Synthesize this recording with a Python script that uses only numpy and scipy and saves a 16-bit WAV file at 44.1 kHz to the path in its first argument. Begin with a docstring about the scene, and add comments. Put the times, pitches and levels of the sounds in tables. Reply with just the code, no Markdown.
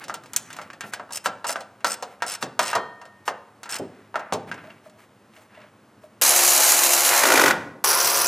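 """Mechanic in an engine bay

Bolts and brackets knock and scrape on sheet steel (modes plus noise); thumps ring the car body's panels.
A hand ratchet clicks back over its teeth: each tooth excites the modes of the steel head.
A cordless ratchet runs free, hammers a bolt tight, stops and starts again: gated gear noise, motor tones.
Hollow taps, cloth rubbing, a garage echo, air noise, rumble and faint hiss surround the work.
"""
import sys
import numpy as np
from scipy import signal
from scipy.fft import rfft, irfft, next_fast_len
from scipy.io import wavfile

SR = 44100
rng = np.random.default_rng(int(sys.argv[2]) if len(sys.argv) > 2 else 0)


def invert_db(level):
    """Linear amplitude ratio for a level in decibels (20 dB per decade), elementwise."""
    return 10 ** (np.asarray(level, dtype=float) / 20)


def wav_out(sig):
    """Save sig, one row per channel (or a flat mono array), as 16-bit PCM at SR to the path in sys.argv[1]."""
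    wavfile.write(sys.argv[1], SR, np.round(np.clip(np.atleast_2d(sig).T, -1, 1) * 32767).astype(np.int16))


N = 364707
T = np.arange(N) / SR

# Knocks of bolt, socket and bracket, a few drawn out into scrapes:
# start_s, level_db, clink_db, strongest_body_hz, noise_and_ring_t60_s
KNOCKS = [(.019, -33, -20, 1790, 0.032), (.04, -27, 4, 2050, 0.01), (.082, -21.5, -6, 940, 0.013),
          (0.097, -19, -22, 1250, 0.079), (.141, -22.5, 8, 920, 0.07), (0.236, -38.5, 4, 1290, 0.055),
          (.259, -34, -2, 939, 0.01), (0.334, -32, 19, 1230, 0.97), (.363, -24.5, 29.5, 2460, 0.024),
          (0.504, -28, -2, 1780, 0.083), (0.529, -31.5, 9.5, 2600, 0.062), (.566, -30, 2.5, 1080, 0.06),
          (0.588, -20, -36, 1230, 0.055), (.615, -25.5, -7, 1500, 0.022), (0.702, -27, -19, 1450, 0.045),
          (.732, -32.5, -3, 1930, 0.049), (.808, -24, 6.5, 1840, 0.2), (0.836, -29.5, -34, 1510, 0.11),
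          (.936, -18, 4, 1560, 0.041), (0.997, -18, -58, 960, 0.081), (1.092, -33, -36, 910, 0.081),
          (1.107, -28, -7, 940, 0.1), (1.259, -5.5, -9, 1140, 0.06), (1.444, -14.5, -13.5, 1020, 0.12),
          (1.493, -15, 5.5, 1020, 0.13), (1.558, -12, -27, 1140, 0.037), (1.606, -25, -1.5, 663, 0.11),
          (1.806, -40.5, -6, 1500, 0.1), (1.845, -4.5, -7.5, 1160, 0.079), (2.025, -15, -6, 694, 0.11),
          (2.204, -40.5, -24, 1560, 0.12), (2.222, -10.5, -8.5, 1170, 0.094),
          (2.426, -11.5, -0.5, 1190, 0.04), (2.5923, -2.5, -5, 1160, 0.073), (2.731, -12, -15, 1190, 0.18),
          (2.752, -6, -10, 874, 0.15), (3.015, -31, -10, 970, 0.2), (3.054, -35, -5, 900, 0.069),
          (3.279, -6, -21, 1086, 0.051), (3.632, -26, 4.5, 1350, 0.052), (3.657, -31.5, -7, 1220, 0.96),
          (3.692, -26.5, 5, 1600, 0.23), (3.73, -19.5, -34, 2070, 0.076), (3.752, -24.5, -34, 1530, 0.034),
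          (4.143, -20, -56, 970, 0.17), (4.157, -9.5, -36, 1040, 0.071), (4.194, -28.5, -11, 1260, 1),
          (4.324, -6.5, -19, 680, 0.044), (4.334, -20.5, 6.5, 760, 0.086), (4.515, -20.5, -16, 1520, 0.11),
          (4.542, -38, 3, 1520, 0.069), (4.579, -34, -32, 1614, 0.23), (4.642, -32, -37, 1220, 0.038),
          (4.704, -35.5, -27, 1960, 0.068), (4.897, -48.5, 8, 2500, 0.049), (5.336, -43, -21, 2180, 0.03),
          (5.364, -38, -11, 2150, 0.045), (5.55, -40, -21, 2200, .05), (5.615, -42, -12, 2360, 0.048),
          (6.725, -11, -20, 850, 0.077)]
# Modes of the steelwork: mode_hz, level_db
STEEL_MODES = [(585, -6), (730, -8), (862, -9.5), (957, 0.5), (1063, -22.5), (1235, -3.5), (1355, 2),
               (1505, -2), (1603, 2), (1820, -4.5), (2060, -9.5), (2420, -9), (2740, 6.5), (3250, -23)]
# Crack of a small bolt: freq_hz, db_per_hz
CLINK_SPECTRUM = [(3000, -12), (5000, -20), (6100, 5.5), (7000, 9.5), (7800, 7.5), (8500, 3), (10000, 1),
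                  (13000, -4), (16000, -4)]
# Long rings of a loose bracket: mode_hz, level_db, t60_s
LOOSE_BRACKET = [(678, -32, .3), (965, -33, .8), (1010, -33, 1.0), (1227, -29, .6), (1324, -37, .7),
                 (1507, -38, .7), (1841, -32, 1.1), (1875, -36, .8), (2422, -39, .35), (2756, -46, .4),
                 (3149, -41, .6), (3246, -41, .5), (3740, -42, .4), (4247, -40, .5)]
# Cordless ratchet, two runs: time_s, gear_rattle_db, steelwork_drone_db
RUNS = [
    [(6.214, -22.5, -24), (6.73, -22.5, -26), (6.8, -23.5, -25.5), (7.05, -24.5, -25.5), (7.17, -21, -18.5),
     (7.34, -27, -20.5), (7.51, -30.5, -17.5), (7.535, -46, -21), (7.58, -72, -60.5)],
    [(7.84, -19.5, -17), (7.87, -22, -22.5), (7.95, -22.5, -23), (8.27, -21.5, -24.5)],
]
# Gear rattle, per run: freq_hz, db_per_hz
GEAR_SPECTRA = [
    [(1470, -20.5), (2500, -9.5), (2880, -7), (3350, -12), (4050, -6.5), (5460, -4.5), (6200, -1.5),
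     (7200, -1), (7920, -5.5), (11000, -3.5), (15500, -10), (16100, -109)],
    [(1470, -51), (2500, -5.5), (3800, -9.5), (4560, -1), (5820, 4), (7090, -9), (7790, -5), (8980, -6.5),
     (10500, -1), (11600, -9), (14100, -0.5), (15900, -11), (16500, -56)],
]
# Drone in the steelwork, per run: freq_hz, db_per_hz
DRONE_SPECTRA = [
    [(80, -55), (139, -4), (238, -67.5), (275, 0), (317, -31), (354, -3.5), (448, -11.5), (485, -0.5),
     (698, 2), (2400, -2), (6000, -23)],
    [(80, -38), (203, -61), (317, -4.5), (414, 1.5), (448, -1), (550, 7), (596, 0), (1000, 6.5),
     (1070, 7.5), (3500, -7.5), (7700, -29)],
]
# Five gear contacts of a crank turn, one row per run: contact_db
TEETH_DB = [
    [0, -0.67, 2.5, -64, 10],
    [0, 1, -57, -3.5, -32],
]
# Motor tones at free speed, per run: tone_hz, rms_db
WHINE = [
    [(280, -47), (352, -46), (500, -44), (632, -41), (705, -41), (770, -41), (842, -40), (1120, -45),
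     (996, -42), (1260, -45), (1518, -45), (2309, -45), (3903, -44), (3992, -37), (4140, -44), (4328, -45)],
    [(420, -44), (560, -38), (770, -42), (980, -38), (1195, -41), (1400, -41), (1545, -43), (3989, -46),
     (4840, -46)],
]
# Gear housing: mode_hz, level_db
HOUSING_MODES = [(6080, -4), (7100, -0.5), (8300, -2), (10700, 2.5), (12200, -10)]
# Blows of the stalling head on the tight bolt, one a turn: start_s, peak_db
BLOWS = [(7.2356, -7), (7.254, -8), (7.270, -14), (7.286, -10), (7.303, -8), (7.3203, -4), (7.3379, -5.5),
         (7.3565, -8), (7.3752, -5), (7.3955, -4.5), (7.4152, -5.5), (7.4375, -5.5), (7.459, -7),
         (7.48, -4.5), (7.5082, -9)]
BLOW_S, BLOW_DB = np.transpose(BLOWS)
# Modes of the bolted bracket: mode_hz, level_db, t60_s
BOLTED_MODES = [(275, -16, .1), (345, -15, .08), (400, -17, .06), (530, -14, .07), (640, -16, .06),
                (920, -10, .045), (1450, -3, .03), (1950, -3, .02), (2400, -6, .016)]
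# Growl while the bolt resists: freq_hz, db_per_hz
GROWL_SPECTRUM = [(60, -42), (304, 10), (484, 6), (533, 5), (702, 0), (924, 1), (1320, 5.5), (1470, -29),
                  (1600, 0.5), (2080, -25), (3520, -120)]
# Back strokes of the hand ratchet: first_tooth_s, last_tooth_s, peak_db, handle_over_head_db
STROKES = [(1.123, 1.171, -20.5, -20.5), (1.468, 1.525, -21, -20.5), (1.863, 1.94, -22.5, -17),
           (2.264, 2.349, -23.5, -13.5), (2.615, 2.712, -24.5, -9), (3.695, 3.763, -25.5, -13.5),
           (3.785, 3.786, -28, -26)]
# Teeth passed in each back stroke: count
TEETH_PASSED = [5, 7, 9, 10, 11, 8, 1]
# Modes of the hand ratchet's head: mode_hz, width_hz, level_db
HEAD_MODES = [(2820, 43, -3.5), (3210, 39, -12), (4260, 45, -12), (4550, 40, -9), (5140, 44, -1),
              (5430, 49, 1), (6600, 35, -17), (7320, 76, -13), (8400, 33, 2.5), (9200, 40, -22),
              (8840, 43, -3), (9930, 130, -9.5), (10540, 200, -2.5)]
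# Pawl hiss: freq_hz, db_per_hz
HEAD_HISS = [(1500, -58), (3000, -17), (4300, -18), (5200, 14), (6200, 10), (8200, 9.5), (11000, 5.5),
             (14000, 3), (16000, -11.5)]
# Thumps of hand or arm against the car body: start_s, level_db
THUMPS = [(0.834, -38), (0.996, -48), (1.258, -37), (2.428, -29), (2.754, -30), (3.795, -25.5),
          (4.322, -21)]
# Heavy thump: freq_hz, db_per_hz
THUMP_SPECTRUM = [(50, -29), (110, -6.5), (220, 1), (350, 0.5), (700, -4.5), (1000, -15), (2000, -57)]
# Dull push under each knock: freq_hz, db_per_hz
THUD_SPECTRUM = [(35, -28), (60, -41.5), (195, 0.5), (431, -2), (511, 8), (726, 8.5), (900, 6), (1170, -64)]
# Big panels of the car body: mode_hz, level_db, t60_s
PANEL_MODES = [(153.6, -18.5, 0.57), (254, -8, 0.28), (477, -20, .1)]
# Soft taps on something hollow: start_s, level_db
HOLLOW_TAPS = [(4.64, -37), (4.676, -37.5), (4.859, -35.5), (4.939, -45), (5.371, -37.5), (5.571, -36),
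               (5.639, -40), (6.035, -35.5)]
# Gloves and cloth rubbing: start_s, length_s, dull_db, bright_db
RUBBING = [(.0, 0.049, -43.5, -59), (0.193, 0.22, -59, -68), (0.428, 0.27, -50.5, -62.5),
           (0.835, 0.08, -68, -54), (0.921, 0.033, -39, -48), (1.239, 0.04, -37.5, -37.5),
           (2.052, 0.12, -55, -67), (2.408, 0.025, -41, -43), (3.253, 0.048, -48.5, -46.5),
           (3.863, 0.24, -59, -77), (4.47, 0.036, -46.5, -59), (4.49, 0.32, -54, -69),
           (4.831, 0.061, -59, -66), (4.97, 0.094, -56, -64.5), (5.313, 0.16, -59.5, -64.5),
           (5.489, 0.22, -53, -75.5), (6.011, 0.067, -67, -65.5)]
# Garage decay: freq_hz, t60_s
GARAGE_T60 = [(100, .9), (500, .75), (2000, .5), (4000, .46), (9000, .45)]
# Air noise of the building: freq_hz, db_per_hz
AIR_SPECTRUM = [(18, -88), (30, -41.5), (75, -13), (107, 0.5), (173, -13), (207, 2), (235, -5), (421, -8),
                (455, -7.5), (1020, -11.5), (1110, -10.5), (12900, -42.5), (13300, -94)]
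# Low rumble, swelling with the handling near 4.5 s and the hammering near 7.5 s: time_s, level_db
RUMBLE = [(0.0, -52.5), (0.78, -52.5), (0.94, -82), (4.21, -68.5), (4.49, -42.5), (4.98, -66.5),
          (7.21, -55), (7.49, -32), (7.81, -50.5), (8.27, -46)]


def white():
    """White noise, rms 1 on average."""
    return rng.standard_normal(N)


def rms_one(x):
    """Scale to rms 1."""
    return x / np.sqrt(np.mean(x ** 2) + 1e-20)


def in_time(rows, off_db=-120):
    """Columns of a curve table at every sample, off_db outside it."""
    s, *columns = np.transpose(rows)
    return [np.interp(T, s, c, off_db, off_db) for c in columns]


def at_hz(points, hz):
    """Read a spectrum on a log-frequency axis."""
    point_hz, value = np.transpose(points)
    return np.interp(np.log(hz + 1), np.log(point_hz), value)


def colour(x, spectrum):
    """Filter x by a spectrum; rms 1."""
    gain = invert_db(at_hz(spectrum, np.fft.rfftfreq(N, 1 / SR)))
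    return rms_one(irfft(rfft(x) * gain, N))


def hiss(low_hz, high_hz):
    """Band of noise, rms 1."""
    sos = signal.butter(2, [low_hz, high_hz], "band", fs=SR, output="sos")
    return rms_one(signal.sosfilt(sos, white()))


def bass_cut(x, hz):
    """Third-order high-pass; small steel parts radiate little bass."""
    return signal.sosfilt(signal.butter(3, hz, "high", fs=SR, output="sos"), x)


def clicks(s, db):
    """Impulses at the given times."""
    out = np.full(N, 1e-18)
    index = np.clip(np.round(np.asarray(s) * SR).astype(int), 0, N - 1)
    np.add.at(out, index, invert_db(db))
    return out


def fade(x, t60, rise_s=0.0016):
    """Each impulse becomes a quick rise and an exponential fall."""
    r = np.exp(-1 / (rise_s * SR))
    fall = signal.lfilter([1], [1, -invert_db(-60 / (t60 * SR))], x)
    return signal.lfilter([1 - r], [1, -r], fall)


def ring(x, hz, t60):
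    """Two-pole resonator: a unit click starts a decaying sine of height 1."""
    r, w = invert_db(-60 / (t60 * SR)), 2 * np.pi * hz / SR
    return signal.lfilter([0, np.sin(w)], [1, -2 * r * np.cos(w), r * r], x)


def knocks():
    """Each knock rings the steel modes near its own pitch, with noisy clatter and a bright crack."""
    max_t60_at_1khz_s = 0.12   # clear tones die quickly; the noisy clatter may last longer
    out = np.zeros(N)
    hz, mode_db = np.transpose(STEEL_MODES)
    chance = rng.standard_normal((len(KNOCKS), len(hz)))
    noise, crack, edge = white(), colour(white(), CLINK_SPECTRUM), hiss(1476, 6380)
    for (s, db, clink_db, centre_hz, t60), luck in zip(KNOCKS, chance):
        i = int(s * SR)
        t = np.arange(min(SR // 2, N - i)) / SR
        now = slice(i, i + len(t))
        near_db = -14.0 * np.abs(np.log2(hz / centre_hz))
        mode_t60 = min(t60, max_t60_at_1khz_s) * (1000 / hz) ** 0.22
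        t_col = t[:, None]
        mode_gain = invert_db(mode_db + near_db + 3.9 * luck - 60 * t_col / mode_t60)
        modes = (mode_gain * np.sin(2 * np.pi * hz * t_col)).sum(axis=1)
        band = signal.butter(3, [centre_hz / 1.87, centre_hz * 1.62], "band", fs=SR, output="sos")
        clatter = rms_one(signal.sosfilt(band, noise[now]))
        clatter_gain = invert_db(-13.5 - 60 * t / t60) + invert_db(-21.5 - 60 * t / 0.21)
        body = invert_db(-9.5) * modes + clatter_gain * clatter
        body += invert_db(clink_db * 0.41 - 12.0 - 60 * t / 0.087) * edge[now]
        crack_gain = invert_db(-13.5 - 60 * t / 0.02) + invert_db(-26.0 - 60 * t / 0.079)
        high = crack_gain * invert_db(clink_db) * crack[now]
        out[now] += invert_db(db) * (bass_cut(body, 380) + high)
    return out + loose_bracket()


def loose_bracket():
    """A free-hanging bracket keeps ringing after the knocks from 2.5 to 3.1 s."""
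    s, db = np.transpose(KNOCKS)[:2]
    loose = clicks(s, db) * (T > 2.5) * (T < 3.1)
    return sum(invert_db(level_db) * ring(loose, hz, t60) for hz, level_db, t60 in LOOSE_BRACKET)


def cordless_ratchet():
    """Five gear contacts a crank turn gate a rattle and a drone; under load each turn ends in a blow."""
    turns_per_s, free_until_s, restart_s = 70.0, 7.179, 7.8425
    labour_db, labour_below_hz = 6, 600   # lowest motor tones swell under load
    tone_waver = 3   # motor-tone waver depth, times the flutter
    slowing = np.interp(T, [0, free_until_s, *BLOW_S],
                        [-4 - free_until_s * turns_per_s, -4, *range(len(BLOW_S))])
    turns = [slowing, (T - restart_s) * turns_per_s]
    strain = np.clip((T - 7.1) / 0.028, 0, 1) * (T < restart_s)   # motor load, 0-1
    wander = np.cumsum(white()) * .0002   # unsteady speed
    out = hammering()
    for run, turn, teeth_db, gears, drone, tones in zip(RUNS, turns, TEETH_DB, GEAR_SPECTRA,
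                                                        DRONE_SPECTRA, WHINE):
        rattle_db, drone_db = in_time(run)
        on = rattle_db > -100
        tooth = np.floor(5 * (turn + wander / 3)).astype(int)
        meets = np.diff(tooth, prepend=tooth[0]) > 0
        contact = meets * invert_db(np.array(teeth_db)[tooth % 5] + 2.5 * np.clip(white(), -2, 2))
        # under load the rattle follows the blows
        gate = (1 - 0.29 * strain) * fade(contact, 0.02) + 2.9 * fade(clicks(BLOW_S, BLOW_DB), 0.031)

        # uneven tooth scrapes
        grit = white() * invert_db(2.74 * np.minimum(rng.exponential(1, N), 4))
        rattle = colour(grit, gears) * (0.48 + 1.386 * gate) * on + pings() * (1 - strain)
        out += invert_db(rattle_db) * flutter() * rattle

        beat = colour(contact * on, drone) * np.sqrt(on.mean())
        hum = .38 * beat + (.62 + .4 * gate) * colour(white(), drone)
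        out += invert_db(drone_db) * flutter() * hum

        waver = flutter() ** tone_waver
        whine = np.zeros(N)
        for hz, db in tones:
            level = np.sqrt(2) * invert_db(db + labour_db * strain * (hz < labour_below_hz))
            phase = 2 * np.pi * hz / turns_per_s * turn + wander * hz / turns_per_s
            own_waver = np.roll(waver, int(hz * 97))   # tones waver apart
            whine += own_waver * level * np.sin(phase)
        # motor tones fade out by the fifth blow and return at the restart
        heard = np.clip((BLOW_S[4] - T) / 0.031, 0, 1) + (T > restart_s)
        out += on * heard * whine
    return out


def hammering():
    """Each blow rings the bolted bracket with new mode strengths, a short rattle and a dull shudder."""
    blow_spread_db, growl_db, growl_t60_s = 3, -11, .07
    hits = clicks(BLOW_S, BLOW_DB)
    luck = blow_spread_db * rng.standard_normal((len(BLOW_S), len(BOLTED_MODES)))
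    spray = invert_db(-23.0) * hiss(870, 4400) + invert_db(-8.5) * hiss(2900, 7300)
    out = fade(hits, 0.039, rise_s=0.00077) * spray
    growl = bass_cut(colour(white(), GROWL_SPECTRUM), 300)
    out += invert_db(growl_db) * fade(hits, growl_t60_s, rise_s=.002) * growl
    for k, (hz, mode_db, t60) in enumerate(BOLTED_MODES):
        out += (-1) ** k * ring(clicks(BLOW_S, BLOW_DB + mode_db + luck[:, k]), hz, t60)
    return out


def pings():
    """Loose gear teeth slap the housing at random, each slap ringing one mode."""
    slaps_per_s_per_mode, over_rattle_db, t60_s = 30, 8, .007
    struck = rng.random(N) < slaps_per_s_per_mode * len(HOUSING_MODES) / SR
    slaps = struck * invert_db(over_rattle_db + 4 * np.minimum(rng.exponential(1, N), 3))
    dealt = rng.integers(0, len(HOUSING_MODES), N)
    return sum(invert_db(db) * ring(slaps * (dealt == k) + 1e-18, hz, t60_s)
               for k, (hz, db) in enumerate(HOUSING_MODES))


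def flutter():
    """Slow random gain as the tool shifts in the hand."""
    depth_rms_db, cutoff_hz = 1.0, 14
    slow = signal.sosfilt(signal.butter(2, cutoff_hz, fs=SR, output="sos"), white())
    return invert_db(depth_rms_db * rms_one(slow))


def hand_ratchet():
    """The pawl snaps down and chatters in grains, exciting each mode of the steel head anew."""
    hand_damping_hz = 110   # the grip widens every mode
    mode_spread_db = 5.0   # each tooth strikes the head a little differently
    s, db, handle_db = pawl()
    grains = rms_one(white() * invert_db(4.0 * np.minimum(rng.exponential(1, N), 4)))
    modes = np.zeros(N)
    for hz, width_hz, level_db in HEAD_MODES:
        damped_hz = width_hz + hand_damping_hz
        tooth_db = db + mode_spread_db * rng.standard_normal(len(s))
        chatter = fade(clicks(s, tooth_db), 0.03, rise_s=.0002) * grains
        modes += invert_db(level_db) * ring(chatter, hz, 2.2 / damped_hz) * np.sqrt(damped_hz / SR)
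    rattle = fade(clicks(s, db), 0.04, rise_s=.0002) * colour(grains, HEAD_HISS)
    handle = fade(clicks(s, db + handle_db), 0.077) * hiss(540, 3700)
    return invert_db(-6.5) * modes + invert_db(-5.5) * rattle + handle


def pawl():
    """Tooth times (s), levels (dB) and handle shares (dB); each back stroke slows toward its end."""
    slowing_power, jitter_s, spread_db = 1.12, .0009, 2.5
    luck = rng.standard_normal((len(STROKES), 2, 12))
    first, last, db, handle_db = np.transpose(STROKES)[:, :, None]
    teeth = np.array(TEETH_PASSED)[:, None]
    way = np.arange(12) / np.maximum(teeth - 1, 1)   # 0-1 through the stroke
    jitter = jitter_s * luck[:, 0] * (way > 0) * (way < 1)
    s = first + (last - first) * way ** slowing_power + jitter
    # slower teeth snap harder
    level_db = db + 1.5 * way + spread_db * np.clip(luck[:, 1], -2, 1)
    passed = np.arange(12) < teeth
    return s[passed], level_db[passed], np.broadcast_to(handle_db, s.shape)[passed]


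def thumps():
    """A dull push into the car body under every knock; heavy thumps are deeper and ring the big panels."""
    under_knock_db, rise_s, t60_s = -16.5, 0.021, 0.12
    s, db = np.transpose(KNOCKS)[:2]
    light = fade(clicks(s, db + under_knock_db), t60_s, rise_s) * colour(white(), THUD_SPECTRUM)
    heavy = clicks(*np.transpose(THUMPS))
    deep = fade(heavy, 0.26, rise_s=0.003) * colour(white(), THUMP_SPECTRUM)
    panels = sum(invert_db(level_db) * ring(heavy, hz, t60) for hz, level_db, t60 in PANEL_MODES)
    return light + deep + panels


def hollow_taps():
    """Soft contacts on an air-filled resonance, a little off pitch each time, with a little scuff."""
    resonance_hz, t60_s, pitch_spread = 610, 0.095, .04
    s, db = np.transpose(HOLLOW_TAPS)
    push = fade(clicks(s, db), 0.011)
    detune = pitch_spread * np.interp(T, s, rng.uniform(-0.9, 1, len(s)))
    phase = 2 * np.pi * np.cumsum(resonance_hz * (1 + detune)) / SR
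    swing = np.sin(phase) + .6 * np.sin(1.07 * phase)   # plus a close second mode
    tone = fade(push * (1 + 1.5 * white()), t60_s) * swing
    return invert_db(-38.5) * tone + invert_db(-2.5) * push * hiss(330, 1500)


def rubbing():
    """Grainy friction noise in short swells."""
    out, grain = np.zeros(N), 1 + 0.5 * np.abs(hiss(14, 120))
    dull, bright = hiss(800, 2240), hiss(3280, 13000)
    for s, length, dull_db, bright_db in RUBBING:
        swell = np.sin(np.pi * np.clip((T - s) / length, 0, 1)) ** 0.66
        out += swell * grain * (invert_db(dull_db) * dull + invert_db(bright_db) * bright)
    return out


def garage(x):
    """Twenty-four feedback delays whose loop loss follows the decay time of each band."""
    size = next_fast_len(N + SR)
    hz = np.fft.rfftfreq(size, 1 / SR)
    t60 = np.maximum(at_hz(GARAGE_T60, hz), .05)
    response = 0
    for k, lag_s in enumerate(rng.uniform(.011, .05, 24)):
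        loop = invert_db(-60 * lag_s / t60) * np.exp(-2j * np.pi * hz * lag_s)
        response = response + (-1) ** k * loop / (1 - loop)
    return irfft(rfft(x, size) * response, size)[:N]


def background():
    """Air noise of the building, a low rumble that swells with the work and a faint steady treble hiss."""
    air_db, hiss_db = -53.5, -69.5
    air = invert_db(air_db) * colour(white(), AIR_SPECTRUM)
    rumble = invert_db(in_time(RUMBLE)[0]) * hiss(98, 320)
    low_pass = signal.butter(24, 12900, fs=SR, output="sos")
    return air + rumble + invert_db(hiss_db) * signal.sosfilt(low_pass, hiss(4000, 16000))


def scene():
    """Close work, its echo in the garage and the background, alike in both channels."""
    by_hand = knocks() + thumps() + hand_ratchet() + hollow_taps()
    tool = bass_cut(cordless_ratchet(), 220)
    # deep in the bay, little treble gets out
    send = invert_db(-26.0) * by_hand + invert_db(-22.5) * tool
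    echo = garage(signal.lfilter(*signal.butter(1, 3200, fs=SR), send))
    return np.tile(by_hand + tool + echo + rubbing() + background(), (2, 1))


def roll_off(x):
    """The treble ends steeply here."""
    return signal.sosfilt(signal.butter(12, 17080, fs=SR, output="sos"), x)


def record(dry):
    """Bass cut, soft overload, treble cut; the right port lags slightly until the sound turns mono."""
    port_lag_samples, mono_from_s = 0.77, 6.213
    overloaded = 0.78 * np.tanh(bass_cut(dry[0], 75))
    treble_cut = signal.cheby2(12, 60, 16300, fs=SR, output="sos")
    left = signal.sosfilt(treble_cut, bass_cut(overloaded, 72))
    delay = np.exp(-2j * np.pi * np.fft.rfftfreq(N) * port_lag_samples)
    late = irfft(rfft(left) * delay, N)
    right = np.where(T < mono_from_s, late, left)
    return roll_off(np.array([left, right]))


dry = scene()
out = record(dry)
wav_out(out)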